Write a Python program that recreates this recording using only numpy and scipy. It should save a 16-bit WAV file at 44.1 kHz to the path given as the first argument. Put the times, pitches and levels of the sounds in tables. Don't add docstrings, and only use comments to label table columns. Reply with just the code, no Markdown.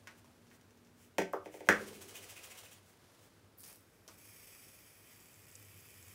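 import sys
import numpy as np
from scipy import signal
from scipy.fft import rfft, irfft
from scipy.io import wavfile

SR = 44100
rng = np.random.default_rng(int(sys.argv[2]) if len(sys.argv) > 2 else 0)


def to_wav(sig):
    pcm = np.clip(np.atleast_2d(sig), -1, 1) * 32767
    pcm = np.round(pcm).astype(np.int16)
    wavfile.write(sys.argv[1], SR, pcm.T)


N = 270774
TIME = np.arange(N) / SR


def amp(db):
    return 10 ** (np.asarray(db) / 20)


def unit(x):
    return x / np.sqrt(np.mean(x ** 2) + 1e-30)


def curve(rows, column=1):
    rows = np.array(rows)
    return np.interp(TIME, rows[:, 0], rows[:, column])


def spectrum_at(points, hz):
    f, value = np.transpose(points)
    return np.interp(np.log(hz + 1), np.log(f + 1), value)


def swell(centre_s, half_s):
    return np.exp(-((TIME - centre_s) / half_s) ** 2)


def add(mix, start_s, sound):
    part = mix[max(round(start_s * SR), 0):][:len(sound)]
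    part += sound[:len(part)]


def colour(x, points):
    gain = amp(spectrum_at(points, np.fft.rfftfreq(len(x), 1 / SR)))
    return unit(irfft(rfft(x) * gain, len(x)))


def band(x, hz, width_hz):
    f = np.fft.rfftfreq(len(x), 1 / SR)
    return unit(irfft(rfft(x) / np.sqrt(1 + (2 * (f - hz) / width_hz) ** 4), len(x)))


def noise_band(hz, width_hz, size=N):
    return band(rng.standard_normal(size), hz, width_hz)


def grains(per_s, spread_db):
    size = amp(spread_db * np.minimum(rng.exponential(1, N), 4))
    return unit(size * rng.choice([-1, 1], N) * (rng.random(N) < per_s / SR))


def flutter(rate_hz, depth_db):
    return amp(depth_db * noise_band(0, 2 * rate_hz))


# frequency_hz, t60_s
ROOM_DECAY = [(100, 0.83), (400, 0.38), (1700, 0.26), (5000, 0.25), (15000, 0.16)]
# delay_s, gain
ECHOES = [(.0019, 0.46), (.0048, 0.31), (.0066, -0.14), (.0165, 0.16), (0.0195, -0.079), (0.0231, 0.057),
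          (.0285, 0.015), (.0385, 0.2)]

def room(x, wet_db, echo_db=0, build_s=0.003):
    count = SR // 20
    taps = np.zeros(SR)
    taps[np.arange(count) * 20 + rng.integers(0, 20, count)] = rng.choice([-1., 1.], count)
    hz, t, spectra = signal.stft(taps, SR, nperseg=256)
    decay = amp(-60 * t / spectrum_at(ROOM_DECAY, hz)[:, None])
    tail = signal.istft(spectra * decay, SR, nperseg=256)[1]
    tail *= 1 - np.exp(-(np.arange(len(tail)) / SR / build_s) ** 2)
    response = amp(wet_db) * tail / np.linalg.norm(tail)
    response[0] += 1
    for delay_s, gain in ECHOES:
        response[round(delay_s * SR)] += gain * amp(echo_db)
    return signal.fftconvolve(x, response)[:N]


# frequency_hz, gain_db
AIR_SPECTRUM = [(20, -32.5), (40, -5), (65, -3.5), (95, -6.5), (130, 0.5), (220, -1.5), (450, -3.5),
                (750, -10.5), (1500, -12.5), (3000, -19), (7000, -23), (15500, -28)]
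# time_s, level_db
DRONE_LEVELS = [(0, -70), (1.0, -74.5), (2.35, -66), (2.7, -72.5), (4.7, -70.5), (5.25, -74), (5.55, -65),
                (6.14, -62)]

def background(hum_hz=242, drift_hz=3.9, hum_end_s=1.5):
    air = amp(-66.5) * colour(rng.standard_normal(N), AIR_SPECTRUM)
    drone = amp(curve(DRONE_LEVELS)) * noise_band(hz=98, width_hz=16)
    fade = np.clip((hum_end_s - TIME) * 10, 0, 1)
    pitch_hz = hum_hz + drift_hz * noise_band(hz=0, width_hz=4)
    hum = fade * amp(-72) * unit(np.sin(2 * np.pi * np.cumsum(pitch_hz) / SR))
    return air + drone + hum * flutter(rate_hz=9, depth_db=1.5)


# frequency_hz, gain_db
CLOTH_SPECTRUM = [(200, -7), (500, 8), (1700, 1), (3500, 0.5), (5800, -0.5), (7500, -3.5), (9500, -2),
                  (15500, -10.5)]
# centre_s, level_db, half_length_s, brightness_fraction
BRUSHES = [(0.05, -72.5, 0.57, 0.05), (0.187, -66.5, 0.016, 1), (0.548, -66, 0.026, 0.8),
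           (1.03, -66, 0.054, 1), (1.554, -59.5, 0.035, 0.87), (1.815, -61, .12, 0.04),
           (2.894, -68, 0.046, 1), (3.141, -69, .28, 0), (3.236, -66.5, 0.038, 1)]

def rubbing(sleeve_db=-9.5, settle_s=0.064):
    idle_s = abs(TIME - np.clip(TIME, SHAKE_START_S, SHAKE_END_S))
    slide = amp(curve(SHAKE_VIGOUR) + sleeve_db) * np.exp(-idle_s / settle_s)
    sweep = np.zeros(N)
    for centre_s, db, half_s, bright in BRUSHES:
        move = amp(db) * swell(centre_s, half_s)
        slide += (1 - bright) * move
        sweep += bright * move
    rustle = slide * colour(grains(per_s=7000, spread_db=1), CLOTH_SPECTRUM)
    rustle *= flutter(rate_hz=39.6, depth_db=1.8)
    return rustle + sweep * colour(grains(per_s=21000, spread_db=2.5), SWISH_SPECTRUM)


# frequency_hz, gain_db
CONTACT_SPECTRUM = [(300, -19.5), (1500, -13), (3000, -0.5), (4000, -8), (5800, 3.5), (8000, -5),
                    (11000, -9), (15500, -10.5)]

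def snap():
    pulse = colour(signal.unit_impulse(512, 8), CONTACT_SPECTRUM)
    return 3 * pulse / np.linalg.norm(pulse)


def scrape(decay_s, size=2048):
    return colour(rng.standard_normal(size), CONTACT_SPECTRUM) * np.exp(-np.arange(size) / SR / decay_s)


def clack(hz, cycles):
    turns = np.arange(2048) * hz / SR
    return turns / cycles * np.exp(1 - turns / cycles) * np.sin(2 * np.pi * turns)


def fingertips(count=7, start_s=0.41, end_s=0.94, body_db=-66, body_hz=1830, snap_db=-59):
    slots = (np.arange(count) + rng.random(count)) / count
    return [(start_s + slot * (end_s - start_s), body_db - softer_db, body_hz, snap_db - softer_db)
            for slot, softer_db in zip(slots, rng.standard_normal(count))]


# start_s, body_db, body_hz, snap_db
CLICKS = [(0.0726, -37, 1900, -44), (0.078, -45, 1570, -65), (.245, -55, 880, -59),
          (0.514, -49.5, 1870, -62), (1.330, -36, 13370, -59), (2.439, -54, 2770, -48),
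          (3.639, -62, 4000, -43), (3.662, -67, 4000, -49.5), (4.0787, -51.5, 547, -42),
          (4.087, -46.5, 1250, -48)]

def clicks():
    sharp, grating = np.zeros((2, N))
    for start_s, body_db, body_hz, snap_db in CLICKS + fingertips():
        add(sharp, start_s, amp(body_db) * clack(body_hz, cycles=0.4))
        add(sharp, start_s, amp(snap_db) * snap())
        add(grating, start_s, amp(snap_db - 13) * scrape(decay_s=0.01))
    return room(sharp, wet_db=0) + grating


def wobble(start_s=1.74, end_s=2.3, first_gap_s=0.07, last_gap_s=0.026, pitch_hz=413):
    taps = np.zeros(N)
    now_s, gap_s = start_s, first_gap_s
    for late, strong, high in rng.uniform(-1, 1, (40, 3)):
        db = -36.5 - 14 * (now_s - start_s) + 10.5 * np.log2(gap_s / first_gap_s)
        tap = clack(pitch_hz * 2 ** (0.23 * high), cycles=0.71)
        if now_s < end_s:
            add(taps, now_s, amp(db + 2 * strong) * tap)
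        now_s += gap_s * (1 + 0.2 * late)
        gap_s = last_gap_s + (gap_s - last_gap_s) * 0.62
    return room(taps, wet_db=0)


def ring(modes):
    t = np.arange(32768) / SR
    hz, db, t60_s = np.transpose(modes)[:, :, None]
    polarity = (-1) ** np.arange(len(modes))[:, None]
    partials = polarity * amp(db - 60 * t / t60_s) * np.sin(2 * np.pi * hz * t)
    return partials.sum(axis=0) / np.sqrt(np.sum(amp(db) ** 2)) / 2


# pitch_hz, gain_db
TABLE_MODES = [(135, -15.5), (180, -6), (209, -7), (255, -9), (316, 4), (384, -1), (434, -1.5), (486, 0),
               (574, -1), (662, -5.5), (716, -5), (790, -1), (878, -1.5), (931, -7.5)]

def thud(low_hz, high_hz, t60_s=0.19):
    plate = ring([(hz, db, t60_s) for hz, db in TABLE_MODES])
    add(plate, 0, 0.84 * clack(hz=700, cycles=0.47))
    add(plate, 0, 0.1 * clack(hz=95, cycles=0.5))
    return signal.sosfilt(signal.butter(3, [low_hz, high_hz], "band", fs=SR, output="sos"), plate)


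# pitch_hz, gain_db, t60_s
BOTTLE_MODES = [(1100, -17, 0.25), (1177, -12.5, .22), (1174, -6, .22), (1353, -5.5, 0.28),
                (1411, -7.5, 0.24), (1542, -2, 0.27), (1620, -5, .18), (1680, -6.5, 0.11), (1780, -2, 0.15),
                (1894, -3, .2), (2036, -5, 0.14), (2187, -10, 0.31), (2490, -9, 0.15), (2718, -9.5, .2),
                (2985, -11.5, 0.35), (3320, -10.5, 0.11), (5040, -10.5, 0.24), (6300, -10.5, 0.1399)]

def bottle_wall(clack_hz):
    return ring([(hz, db - 14 * min(abs(np.log2(hz / clack_hz)), 1), t60_s)
                 for hz, db, t60_s in BOTTLE_MODES])


# start_s, thud_db, low_hz, high_hz, clack_db, clack_hz, wall_db, snap_db, rebound_db
KNOCKS = [(1.183, -18.5, 135, 1189, -24, 2117, -27.5, -27.5, -7.5),
          (1.3340, -23.5, 347, 1178, -28.5, 1150, -38, -49.5, -16.5),
          (1.6884, -16, 100, 850, -8, 1680, -19, -21, -22.5)]
# start_s, thud_db
ROCKS = [(1.4585, -35), (1.541, -37.5), (1.6060, -36.5), (1.6710, -39)]

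def contacts(rebound_s=0.0337, dull_db=-8.5):
    for start_s, thud_db, low_hz, high_hz, clack_db, clack_hz, wall_db, snap_db, rebound_db in KNOCKS:
        yield start_s, thud_db, low_hz, high_hz, clack_db, clack_hz, wall_db, snap_db
        clatter_db = rebound_db + dull_db
        yield (start_s + rebound_s, thud_db + rebound_db, low_hz, high_hz,
               clack_db + clatter_db, clack_hz, wall_db + clatter_db, snap_db + clatter_db)
    for start_s, db in ROCKS:
        yield start_s, db, 280, 900, db - 9, 2130, db - 25, db - 16.5


def knocks(boom_hz=208, boom_t60_s=0.7):
    sharp, wall, table = np.zeros((3, N))
    for start_s, thud_db, low_hz, high_hz, clack_db, clack_hz, wall_db, snap_db in contacts():
        add(sharp, start_s, amp(snap_db) * snap())
        add(sharp, start_s + 0.0012, amp(snap_db - 5.5) * snap())
        add(wall, start_s, amp(snap_db - 8) * scrape(decay_s=0.0026))
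        add(sharp, start_s + 0.0003, amp(clack_db) * clack(clack_hz, cycles=0.73))
        add(wall, start_s, amp(wall_db) * bottle_wall(clack_hz))
        add(table, start_s + 0.0013, amp(thud_db) * thud(low_hz, high_hz))
    boom = room(table, wet_db=-15, echo_db=-5)
    add(boom, KNOCKS[-1][0], amp(-35) * ring([(boom_hz, 0, boom_t60_s)]))
    return room(sharp, wet_db=-0.5) + wall + boom


SHAKE_START_S, SHAKE_END_S = 1.456, 2.76
# frequency_hz, gain_db
SWISH_SPECTRUM = [(250, -24.5), (600, -11), (1500, -0.5), (3000, 5), (4200, -4.5), (6000, 3.5), (9000, 3),
                  (12000, -1.5), (15500, 1)]
# swish_gain_db, slosh_gain_db, slosh_hz
CAN_ENDS = [(0, -2.5, 2930), (-2.5, 0, 2500)]
# time_s, swish_gain_db, slosh_re_swish_db
SHAKE_VIGOUR = [(1.45, -68, -2), (1.6, -66, -6), (1.87, -53.5, -5), (2.08, -52, -24), (2.16, -49, -1.5),
                (2.23, -50, -13), (2.37, -51, -5), (2.58, -51.5, -8), (2.73, -56.5, -5)]

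def shaking(stroke_s=0.0703, rise_s=0.008, fall_s=0.016):
    froth = colour(grains(per_s=12000, spread_db=4.5), SWISH_SPECTRUM)
    strokes = np.zeros(N)
    t = np.arange(8192) / SR - 0.05
    surge = np.exp(-np.maximum(-t - 0.003, 0) / rise_s - np.maximum(t - 0.008, 0) / fall_s)
    vigour_db, slosh_db = curve(SHAKE_VIGOUR), curve(SHAKE_VIGOUR, column=2)
    for k, hit_s in enumerate(np.arange(SHAKE_START_S, SHAKE_END_S, stroke_s)):
        at = round(hit_s * SR)
        end_swish_db, end_slosh_db, slosh_hz = CAN_ENDS[k % 2]
        swish = amp(end_swish_db) * froth[at:][:len(t)]
        slosh = amp(slosh_db[at] + end_slosh_db) * noise_band(slosh_hz, width_hz=900, size=len(t))
        add(strokes, hit_s + t[0], amp(vigour_db[at]) * surge * (swish + slosh))
    return amp(-1) * room(strokes, wet_db=-3.5, echo_db=-11)


WET_S, WET_HALF_S = 3.7, 0.045
# frequency_hz, gain_db
GAS_SPECTRUM = [(300, -11), (1200, -9), (3000, -16), (4200, -6), (5400, -2.5), (7200, -10), (8300, 0),
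                (9700, -4), (10200, 2.5), (11700, -9), (13000, 0), (14200, -2), (15600, -4.5)]
# frequency_hz, gain_db
SPUTTER_SPECTRUM = [(200, -12.5), (500, 4), (1300, 2.5), (2800, -4), (5500, -13), (9000, -1), (15500, -13)]

def spit(start_s=3.574, attack_s=0.011, hold_s=0.19, release_s=0.068, thin_hz=9900, widen_s=0.053):
    gas = colour(rng.standard_normal(N), GAS_SPECTRUM) * flutter(rate_hz=160, depth_db=3.5)
    drops = colour(grains(per_s=5000, spread_db=3), SPUTTER_SPECTRUM)
    t = np.maximum(TIME - start_s, 0)
    lower = signal.sosfiltfilt(signal.butter(4, thin_hz, fs=SR, output="sos"), gas)
    jet = gas - lower + amp(-1) * np.minimum(t / widen_s, 1) * lower
    valve = np.minimum(t / attack_s, 1) * np.exp(-np.maximum(t - hold_s, 0) / release_s)
    pressure = amp(-53 - 59 * t)
    return valve * pressure * jet + amp(-64) * swell(WET_S, WET_HALF_S) * drops


def bubble_pop():
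    return amp(-49) * swell(centre_s=5.556, half_s=0.0035) * noise_band(hz=7200, width_hz=2100)


# time_s, gain_db
FLOW_GAINS = [(4.14, -68), (4.172, -72), (4.184, -63.5), (4.58, -62.5), (4.988, -67.5), (5.06, -64),
              (5.38, -67.5), (6.12, -63.5)]

def flow(open_s=4.08, rise_s=0.042):
    opened = np.clip((TIME - open_s) / rise_s, 0, 1)
    seep = amp(-61.5) * swell(WET_S, WET_HALF_S) + amp(-75) * (TIME > WET_S)
    return (1 - opened) * seep + opened * amp(curve(FLOW_GAINS) + 3.5)


# pitch_hz, width_hz, straight_db, curled_db
SPOUT_RESONANCES = [(1300, 490, -7.5, -7), (1880, 310, -2.5, -0.5), (2370, 360, 4, 3),
                    (3040, 920, -6.5, -3.5), (4810, 430, -3, -5.5), (5490, 640, 0, -4.5),
                    (6490, 710, -1.5, -6), (7400, 820, -23, -6), (8075, 660, 0, -2), (8830, 440, -3.5, -7),
                    (9640, 600, -3, -11), (10450, 300, 5.5, -5), (10740, 380, -3, 2),
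                    (11550, 880, -7.5, -6.5), (12900, 1000, 0, -0.5), (14200, 800, -2, -2),
                    (14920, 810, -1.5, -2)]

def foam(curl_s=5.0, curl_half_s=0.07):
    jet = rng.standard_normal(N) * flutter(rate_hz=70, depth_db=2.04)
    crackle_db = -13 + 9 * swell(centre_s=5.78, half_s=0.53)
    drive = jet + amp(crackle_db) * grains(per_s=700, spread_db=7)
    curl = np.interp(TIME, [curl_s - curl_half_s, curl_s + curl_half_s], [0.31, 0.81])
    power = np.zeros((2, N // 2 + 1))
    f = np.fft.rfftfreq(N, 1 / SR)
    for hz, width_hz, straight_db, curled_db in SPOUT_RESONANCES:
        power += amp([[straight_db], [curled_db]]) ** 2 / (1 + (2 * (f - hz) / width_hz) ** 4)
    power += amp(-15) ** 2 * (f > 300)
    straight, curled = irfft(rfft(drive) * np.sqrt(power), N)
    hiss = unit((1 - curl) * straight + curl * curled)
    pops = amp(-10) * curl * band(grains(per_s=49, spread_db=4), hz=7450, width_hz=2900)
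    return flow() * unit(room(hiss + pops, wet_db=-2, echo_db=-25))


def scene():
    handling = knocks() + wobble() + clicks() + shaking() + rubbing()
    spray = spit() + foam() + bubble_pop()
    return (handling + spray + background())[None]


def record(dry, low_hz=45, high_hz=15780):
    bass_cut = signal.sosfilt(signal.butter(3, low_hz, "high", fs=SR, output="sos"), dry)
    low_pass = signal.firwin(511, high_hz, window=("kaiser", 9), fs=SR)
    return signal.oaconvolve(bass_cut, low_pass[None], "same")


dry = scene()
out = record(dry)
to_wav(out)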